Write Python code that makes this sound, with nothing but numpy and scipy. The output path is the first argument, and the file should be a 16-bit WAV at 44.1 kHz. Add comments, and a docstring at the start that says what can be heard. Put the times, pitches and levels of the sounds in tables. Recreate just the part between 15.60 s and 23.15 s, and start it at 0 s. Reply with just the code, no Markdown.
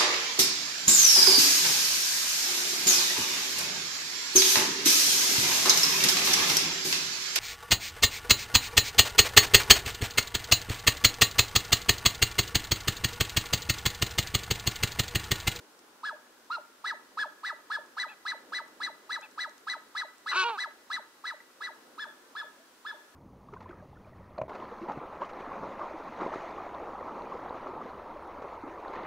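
"""Water washes softly on a stony shore, with a few drops and plops. A black-necked swan paddles by,
giving a run of short, wheezy whistles that rise and fall, and turns away at the end. Its voice organ
(the syrinx) makes each tone, and the long windpipe pulls the pitch towards its own ringing notes.
Two faint peeps come from further off, and another water bird squawks once, close by: these calls are
pulses and rasping air shaped by a throat. The stones and the bank throw the calls back."""
import sys
import numpy as np
from scipy import signal
from scipy.fft import rfft, irfft
from scipy.io import wavfile
from scipy.ndimage import uniform_filter1d

SR = 44100
rng = np.random.default_rng(int(sys.argv[2]) if len(sys.argv) > 2 else 0)


def int16_out(signal):
    """Quantize to a 16-bit WAV file."""
    q = np.round(np.clip(np.atleast_2d(signal).T, -1, 1) * 32767)
    wavfile.write(sys.argv[1], SR, q.astype(np.int16))


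N = 332955

# the notes at which the swan's long windpipe rings: f/Hz
WINDPIPE_NOTES = [600, 910, 1270, 1705, 2000]


def amp(db):
    """Turns decibels into a number to multiply by."""
    return 10 ** (np.asarray(db) / 20)


def unit(x):
    """Scales a signal so that its average strength (rms) is 1."""
    return x / np.sqrt(np.mean(x ** 2) + 1e-20)


def read(points, hz, column=1):
    """Looks up a table between its rows, on a log-frequency scale."""
    table = np.array(points, float)
    return np.interp(np.log(hz + 1), np.log(table[:, 0] + 1), table[:, column])


def colour(x, points):
    """Turns each frequency up or down, following a table of f/Hz, level/dB."""
    return irfft(rfft(x) * amp(read(points, np.fft.rfftfreq(len(x), 1 / SR))), len(x))


def wander(size, hz):
    """A random wobble of strength 1, no faster than about hz."""
    f = np.fft.rfftfreq(8192, 1 / SR)
    return unit(irfft(rfft(rng.standard_normal(8192)) / (1 + (f / hz) ** 4))[:size])


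def add(mix, start_s, sound):
    """Mixes a sound in at its start time."""
    part = mix[:, max(round(start_s * SR), 0):][:, :sound.shape[-1]]
    part += sound[..., :part.shape[1]]


def all_around(spectra, hz):
    """Sound from all sides: most alike at the two ears near 200 Hz, unrelated in the treble."""
    # how alike the two ears are: f/Hz, likeness/0-1
    likeness = [(40, 0.2), (100, 0.16), (200, 1), (600, 0.66), (1500, 0.38), (3000, 0), (8000, 0)]
    alike = np.clip(read(likeness, hz), 0, 1)
    return np.array([spectra[0], alike * spectra[0] + np.sqrt(1 - alike ** 2) * spectra[1]])


def water_wash(level_db=-57.8, patchy_db=1.7, swell=0.95):
    """A low wash of water swells and laps under a smooth hiss."""
    # tone colour of the wash and hiss: f/Hz, level/dB
    hiss_colour = [(15, -64), (25, -25), (113, -25), (160, -24), (270, -4.3), (582, -7.5), (684, -11),
                   (1020, -8), (1240, -10), (1380, -7), (1950, -14), (2120, -16), (2360, -16),
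                   (5140, -17.5), (15500, -26)]
    # rise and fall of the water on the stones, in two stretches: t/s, level/dB
    wash_levels = [
        [(0.0, -66), (0.75, -70), (1.6, -67), (1.91, -71), (2.23, -68), (2.66, -69), (2.89, -63), (3.54, -68),
         (4.55, -70)],
        [(5.2, -70), (5.64, -72), (5.89, -71), (6.21, -64), (6.62, -67), (6.88, -66), (7.02, -70), (7.26, -71),
         (7.4, -70)],
    ]
    frames, hz = N // 256 + 5, np.fft.rfftfreq(1024, 1 / SR)
    real, imag = rng.standard_normal((2, 2, frames, len(hz)))
    patches = uniform_filter1d(rng.standard_normal((frames, len(hz))), size=14, axis=0)
    patches = unit(uniform_filter1d(patches, size=8, axis=1))
    wash_db = np.interp(np.arange(frames) * 256 / SR, *np.vstack(wash_levels).T)[:, None]
    lapping_db = swell * (wash_db - wash_db.mean()) + patchy_db * patches
    # the lapping moves the low sounds most: f/Hz, share/0-1
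    watery = read([(100, .2), (220, 1), (450, .75), (900, .46), (2000, .15), (5000, .061)], hz)
    spectra = all_around(real + 1j * imag, hz) * amp(read(hiss_colour, hz) + watery * lapping_db)
    _, wash = signal.istft(spectra.transpose(0, 2, 1), nperseg=1024, noverlap=768)
    return amp(level_db) * unit(wash[:, :N])


def drops(centre_hz=5600, width_octaves=.45, decay_s=.0015, left_db=3.5, faint_count=8, faint_db=-59):
    """Each drop of water is a brief, high tick; the faint ones fall at random times."""
    # the clearest drops: t/s, level/dB
    clear_drops = [(.1915, -51), (3.612, -50.5), (3.712, -52), (3.8943, -50), (3.98, -50), (4.5818, -53)]
    faint_drops = [(start, faint_db) for start in rng.uniform(0, N / SR, faint_count)]
    out, t = np.zeros((2, N)), np.arange(2048) / SR
    hz = np.fft.rfftfreq(len(t), 1 / SR)
    band = np.exp(-.5 * (np.log2((hz + 1) / centre_hz) / width_octaves) ** 2)
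    for start, db in clear_drops + faint_drops:
        burst = unit(irfft(rfft(rng.standard_normal((2, len(t)))) * band))
        tick = unit(burst + .5 * burst[::-1]) * np.exp(-t / decay_s)  # each ear gets some of the other
        add(out, start, amp(db) * tick * amp([[left_db], [0]]))
    return out


def plops(decay_cycles=14, rise_per_s=2):
    """Each bubble rings briefly, rising in pitch."""
    # bubbles at the stones: t/s, level/dB, f/Hz
    bubbles = [(5.803, -43, 1950), (6.968, -57, 540), (6.998, -55, 640)]
    out, t = np.zeros((2, N)), np.arange(SR // 10) / SR
    for start, db, hz in bubbles:
        cycles = hz * t * (1 + rise_per_s * t / 2)
        envelope = np.minimum(cycles / 2, 1) * np.exp(-cycles / decay_cycles)
        add(out, start, amp(db) * envelope * np.sin(2 * np.pi * cycles))
    return out


def shore_echo(x, echo_db, stones_db=-25, stones_ring_s=.15, bank_s=.046, far_ring_s=1.0, dull_hz=4600):
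    """Sound scatters off near stones, then returns duller from the bank, with a faint far tail."""
    t = np.arange(SR * 2 // 3) / SR
    hz = np.fft.rfftfreq(len(t), 1 / SR)
    near, late = rng.standard_normal((2, 2, len(t))) / np.sqrt(len(t))
    near *= amp(stones_db) * unit(amp(-60 * t / stones_ring_s))
    bank = amp(-19) * unit(np.exp(-.5 * ((t - bank_s) / .034) ** 2))
    far = amp(-25) * unit(amp(-60 * t / far_ring_s))
    late *= amp(echo_db) * np.hypot(bank, far)
    spectra = rfft(near) + rfft(late) / (1 + (hz / dull_hz) ** 4)
    return signal.fftconvolve(x[None], irfft(all_around(spectra, hz), len(t)), axes=1)


def to_one_side(x, left_db, echo_db, lag_samples=2.4):
    """Places a bird off to one side, with its echo; its call reaches the left a little late."""
    late = irfft(rfft(x) * np.exp(-2j * np.pi * lag_samples * np.fft.rfftfreq(len(x))), len(x))
    out = shore_echo(x, echo_db)
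    add(out, 0, np.array([late, x]) * amp([[left_db / 2], [-left_db / 2]]))
    return out


def reedy_note(hz, db, rough, doubling, treble_db, throat, shimmer_db=3, rasp=.98):
    """Uneven pulses and rasping air pass a throat; doubling makes pulses strong and weak by turns."""
    size, rough = len(hz), np.clip(rough, 0, 1)
    jitter = (.004 + .0405 * rough) * wander(size, 300)
    phase = 2 * np.pi * np.cumsum(hz * (1 + jitter)) / SR
    k = np.arange(2, 50)[:, None] / 2  # whole multiples of the pitch and the halves between them
    height = amp(read(throat, k * hz)) * np.where(k % 1, doubling, 1)
    wobble = np.array([wander(size, 64) for _ in k])
    height *= amp(shimmer_db * np.minimum(k * hz / 3000, 1) * wobble)  # high overtones waver most
    throat_gain = amp(read(throat, abs(np.fft.fftfreq(SR)) * SR))
    lag = np.imag(signal.hilbert(np.log(throat_gain)))  # the throat rings after each pulse
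    pulses = (height * np.cos(k * phase - lag[(k * hz).astype(int) % SR])).sum(0)
    pulses /= np.sqrt((height ** 2).sum(0) / 2)
    air = unit(colour(rng.standard_normal(SR)[:size] * (1 + .7 * np.cos(phase)), throat))
    voice = ((1 - rough) * pulses + rasp * rough * air) / np.hypot(1 - rough, rasp * rough)
    dark = colour(voice, [(1600, 1.5), (2400, -34)])
    return amp(db) * (dark + amp(treble_db) * (voice - dark)) * signal.windows.tukey(size, .04)


def arch(length, top_s, top_hz, top_db, scoop, droop, attack_db, fade_db):
    """Time, pitch and level of a note that scoops up to its top and droops as it fades."""
    t = np.arange(0, length, 1 / SR)
    before = np.maximum(1 - t / top_s, 0)
    after = np.maximum(t - top_s, 0) / (length - top_s)
    hz = top_hz * (1 - scoop * before ** 2 - droop * after ** 2)
    return t, hz, top_db + attack_db * before ** 2 + fade_db * after ** 1.4


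def peeps():
    """A bird further off gives two short, hoarse notes that rise and fall."""
    # the peeps: t/s, length/s, time to the top/s, top f/Hz, level/dB
    notes = [(2.478, .067, .023, 865, -47), (3.617, .052, .022, 875, -45.5)]
    # tone colour of this bird's throat: f/Hz, level/dB
    throat = [(400, -25), (850, -2.5), (1700, -1), (2100, -16), (2600, 5), (3000, -15), (3500, -10),
              (7000, -32)]
    out = np.zeros((2, N))
    for start, *shape in notes:
        _, hz, db = arch(*shape, scoop=.17, droop=.16, attack_db=-12, fade_db=-12)
        peep = reedy_note(hz, db, rough=.26, doubling=.12, treble_db=0, throat=throat)
        add(out, start, to_one_side(peep, left_db=3.0, echo_db=-2))
    return out


def squawk_opening(start=4.712, catch_s=4.754, catch_time_s=.006, fray_s=4.79, fray_time_s=.056):
    """With the beak open, a low, quiet rasp catches into a reedy note, then frays as it lets go."""
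    # tone colour of the throat with the beak open: f/Hz, level/dB
    throat = [(100, -65), (380, -16), (720, -28.5), (930, -4.5), (1150, -1), (1550, 0.5), (1800, -24),
              (2100, -27), (2300, -16), (2700, -10), (3300, -23), (4000, -15), (4900, -25), (8000, -38),
              (14000, -75)]
    # the voice's three states: f/Hz, level/dB, roughness/0-1, treble/dB
    rasping, caught, frayed = (295, -32, .65, 0), (378, -24.3, .11, 4.5), (352, -32, .5, 6)
    t = np.arange(start, fray_s + fray_time_s, 1 / SR)[:, None]
    catch = 1 / (1 + np.exp((catch_s - t) / catch_time_s))
    fray = (np.maximum(t - fray_s, 0) / fray_time_s) ** 3
    state = (1 - catch) * rasping + catch * caught
    hz, db, rough, treble_db = (state * (1 - fray) + fray * frayed).T
    note = reedy_note(hz, db, rough, doubling=.14, treble_db=treble_db, throat=throat)
    out = np.zeros((2, N))
    add(out, start, to_one_side(note, left_db=1.2, echo_db=-4))
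    return out


def squawk_closing(crack_s=4.9, crack_width_s=.013):
    """As the beak closes, the squawk breaks to a higher note that dulls, cracks briefly and sinks."""
    # tone colour of the throat with the beak closing: f/Hz, level/dB
    throat = [(100, -52), (460, -13.5), (650, -28), (860, 0), (1150, -6), (1400, -8.5), (1900, -25),
              (2350, -18.5), (2750, -16), (3300, -24), (4200, -22), (4800, -36), (8000, -49), (14000, -80)]
    # the higher note: t/s, length/s, time to the top/s, top f/Hz, level/dB
    high_note = (4.826, .146, .039, 474, -28)
    start, *shape = high_note
    t, hz, db = arch(*shape, scoop=.07, droop=.24, attack_db=-10, fade_db=-16)
    crack = .9 * np.exp(-((start + t - crack_s) / crack_width_s) ** 2)
    note = reedy_note(hz, db, rough=.12 + .2 * crack, doubling=crack, treble_db=3.5 - 55 * t,
                      throat=throat)
    out = np.zeros((2, N))
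    add(out, start, to_one_side(note, left_db=-2.5, echo_db=-4))
    return out


def direct_path(x):
    """Each pitch of the whistle reaches left and right with a different level and delay."""
    # left compared with right, towards the swan: f/Hz, level/dB, phase lead/rad
    sides = [(850, 0.5, 0.34), (1399.5, -1.5, -0.32), (1740, 1, -0.48), (2080.4, -4, -0.8),
             (2790, -7.5, 1.4), (3150, 1.5, 2.08), (4080, 8.5, 0.82), (4400, -1, -0.73), (5900, 6, -1.1),
             (7000, -12.5, 0.35), (9100, 0.5, 1.16), (11000, 1.5, 0.47)]
    hz = np.fft.rfftfreq(len(x), 1 / SR)
    half = amp(read(sides, hz) / 2) * np.exp(.5j * read(sides, hz, column=2))
    return irfft(rfft(x) * np.array([half, 1 / half]), len(x))


def whistle_pitch(t, top_hz, start_hz=900, rise_s=.039, fall_s=.065, fall_octaves=1.9, jitter=.006):
    """The syrinx aims up, sags, then drops; the pitch hops from one windpipe note to the next."""
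    # the aim sags faster in gentler calls: top f/Hz, sag/(Hz per s)
    sag_rates = [(1780, 11500), (2000, 4800)]
    give, fall_give = .4, .2  # share of the syrinx's pull that the pitch follows, before and in the fall
    notes = np.array(WINDPIPE_NOTES)
    notes = notes[:abs(notes - top_hz).argmin() + 1]  # a gentle call never reaches the upper ones
    top_aim = notes[-1] + (top_hz - notes[-1]) / give
    rise = top_aim - (top_aim - start_hz) * np.maximum(1 - t / rise_s, 0) ** 1.35
    sag = read(sag_rates, top_hz) * np.clip(t - rise_s, 0, fall_s - rise_s)
    fall = 2 ** np.interp(t, [fall_s, t[-1]], [0, -fall_octaves])
    aim = np.maximum((rise - sag) * fall, notes[0])
    nearest = notes[abs(aim[:, None] - notes).argmin(1)]
    hz = nearest + np.where(t < fall_s, give, fall_give) * (aim - nearest)
    return uniform_filter1d(hz, size=70) * (1 + jitter * wander(len(t), 390))


def whistle(length, top_hz, db, overtones_db, attack_s=.009, fade_db=-19.5, push_s=.042,
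            flutter_db=1.4, hoarse_db=1.7):
    """A nearly pure tone; overtones and wheeze swell with the air pressure, which peaks at push_s."""
    # tone colour of the main tone, of the overtones and of the wheeze: f/Hz, level/dB
    neck_colour = [(600, .3), (920, .5), (1300, -1.3), (1680, 1), (1820, -6), (1950, -1.8), (2050, -1.5)]
    bill_colour = [(1200, -30), (2300, -42), (2750, -17.5), (3050, -27), (3300, -16), (3500, -14.5),
                   (3750, -17), (4030, -4.5), (4300, -15), (4800, -19), (5200, -13.5), (5600, -30),
                   (6000, -13), (6600, -24), (8000, -21), (10000, -16.5), (12000, -23)]
    wheeze_colour = [(300, -26.5), (900, 0.5), (1700, 4.5), (2300, -8), (2750, -6), (3100, -5), (4200, 2),
                     (5500, -6.5), (6700, -20.5), (8500, -16), (10000, -20), (11200, -32), (13000, -26),
                     (15500, -36)]
    # gentler calls start to fade sooner: top f/Hz, t/s
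    fade_starts = [(1440, .06), (1780, .066), (2000, .079)]
    t = np.arange(0, length, 1 / SR)
    hz = whistle_pitch(t, top_hz)
    phase = 2 * np.pi * np.cumsum(hz) / SR
    push_db = -10 * ((t - push_s) / .032) ** 2
    overtones = sum(amp(read(bill_colour, k * hz) - 6 * (k - 2)) * np.sin(k * phase)
                    for k in range(2, 7))
    overtones *= amp(overtones_db + push_db + hoarse_db * wander(len(t), 300))
    tone = np.sqrt(2) * (amp(read(neck_colour, hz)) * np.sin(phase) + overtones)
    puffs = rng.standard_normal(SR)[:len(t)] * (1 + .96 * np.cos(phase))  # air escapes once a cycle
    wheeze = unit(colour(puffs, wheeze_colour))
    wheeze_db = -10.3 + .55 * push_db + 13 * np.log2(top_hz / WINDPIPE_NOTES[-1])  # higher is wheezier
    voice = tone * amp(flutter_db * wander(len(t), 180)) + amp(wheeze_db) * wheeze
    fading = np.interp(t, [read(fade_starts, top_hz), length], [0, 1])
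    envelope = np.minimum(t / attack_s, 1) * amp(db + fade_db * fading ** .7)
    return envelope * voice * signal.windows.tukey(len(t), .06)


def swan():
    """Whistles arrive directly and off the shore; turning away dulls them and brings up the echo."""
    # the whistles: t/s, length/s, top f/Hz, level/dB
    calls = [ (.43, .13, 1745, -34.5), (.898, .108, 1440, -32.5), (1.239, .117, 1990, -33.5),
             (1.569, .11, 1750, -31.5), (1.831, .113, 1985, -34), (2.098, .106, 1765, -32),
             (2.366, .114, 2005, -34), (2.649, .11, 2010, -34.5), (2.918, .111, 2010, -35),
             (3.2, .116, 2012, -35), (3.491, .112, 2003, -35), (3.774, .118, 2005, -35),
             (4.066, .115, 2012, -35), (4.347, .118, 2005, -34.5), (4.658, .116, 2015, -34.5),
             (4.971, .12, 2008, -34.5), (5.298, .114, 2000, -35), (5.637, .117, 1995, -36.5),
             (6.003, .12, 1995, -38), (6.376, .112, 1780, -38.5), (6.748, .114, 1785, -38),
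             (7.246, .12, 1780, -40)]
    # boost of the overtones through the run: t/s, level/dB
    overtone_levels = [(.4, .5), (2.1, 0), (2.4, 3.4), (5.3, 3.2), (6, 2.5), (6.4, 6.5)]
    # how far the bill points away: t/s, amount (0 is facing the listener)
    turning = [(5.3, 0), (6.0, .3), (6.4, .9), (7.25, 1.2)]
    out = np.zeros((2, N))
    for start, length, top_hz, db in calls:
        turned = np.interp(start, *np.transpose(turning))
        overtones_db = np.interp(start, *np.transpose(overtone_levels))
        call = np.pad(whistle(length, top_hz, db, overtones_db), (0, 500))
        call = colour(call, [(3700, 0), (6000, -5 * turned)])
        add(out, start, direct_path(call))
        add(out, start, shore_echo(call, echo_db=5.8 + 5 * turned))
    return out


def scene():
    """All the sounds at the water's edge, added together."""
    return swan() + squawk_opening() + squawk_closing() + peeps() + drops() + plops() + water_wash()


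def record(dry):
    """Cuts off the very highest treble."""
    low_pass = signal.firwin(711, cutoff=15720, window=("kaiser", 9), fs=SR)
    return signal.oaconvolve(dry, low_pass[None], "same")


dry = scene()
out = record(dry)
int16_out(out)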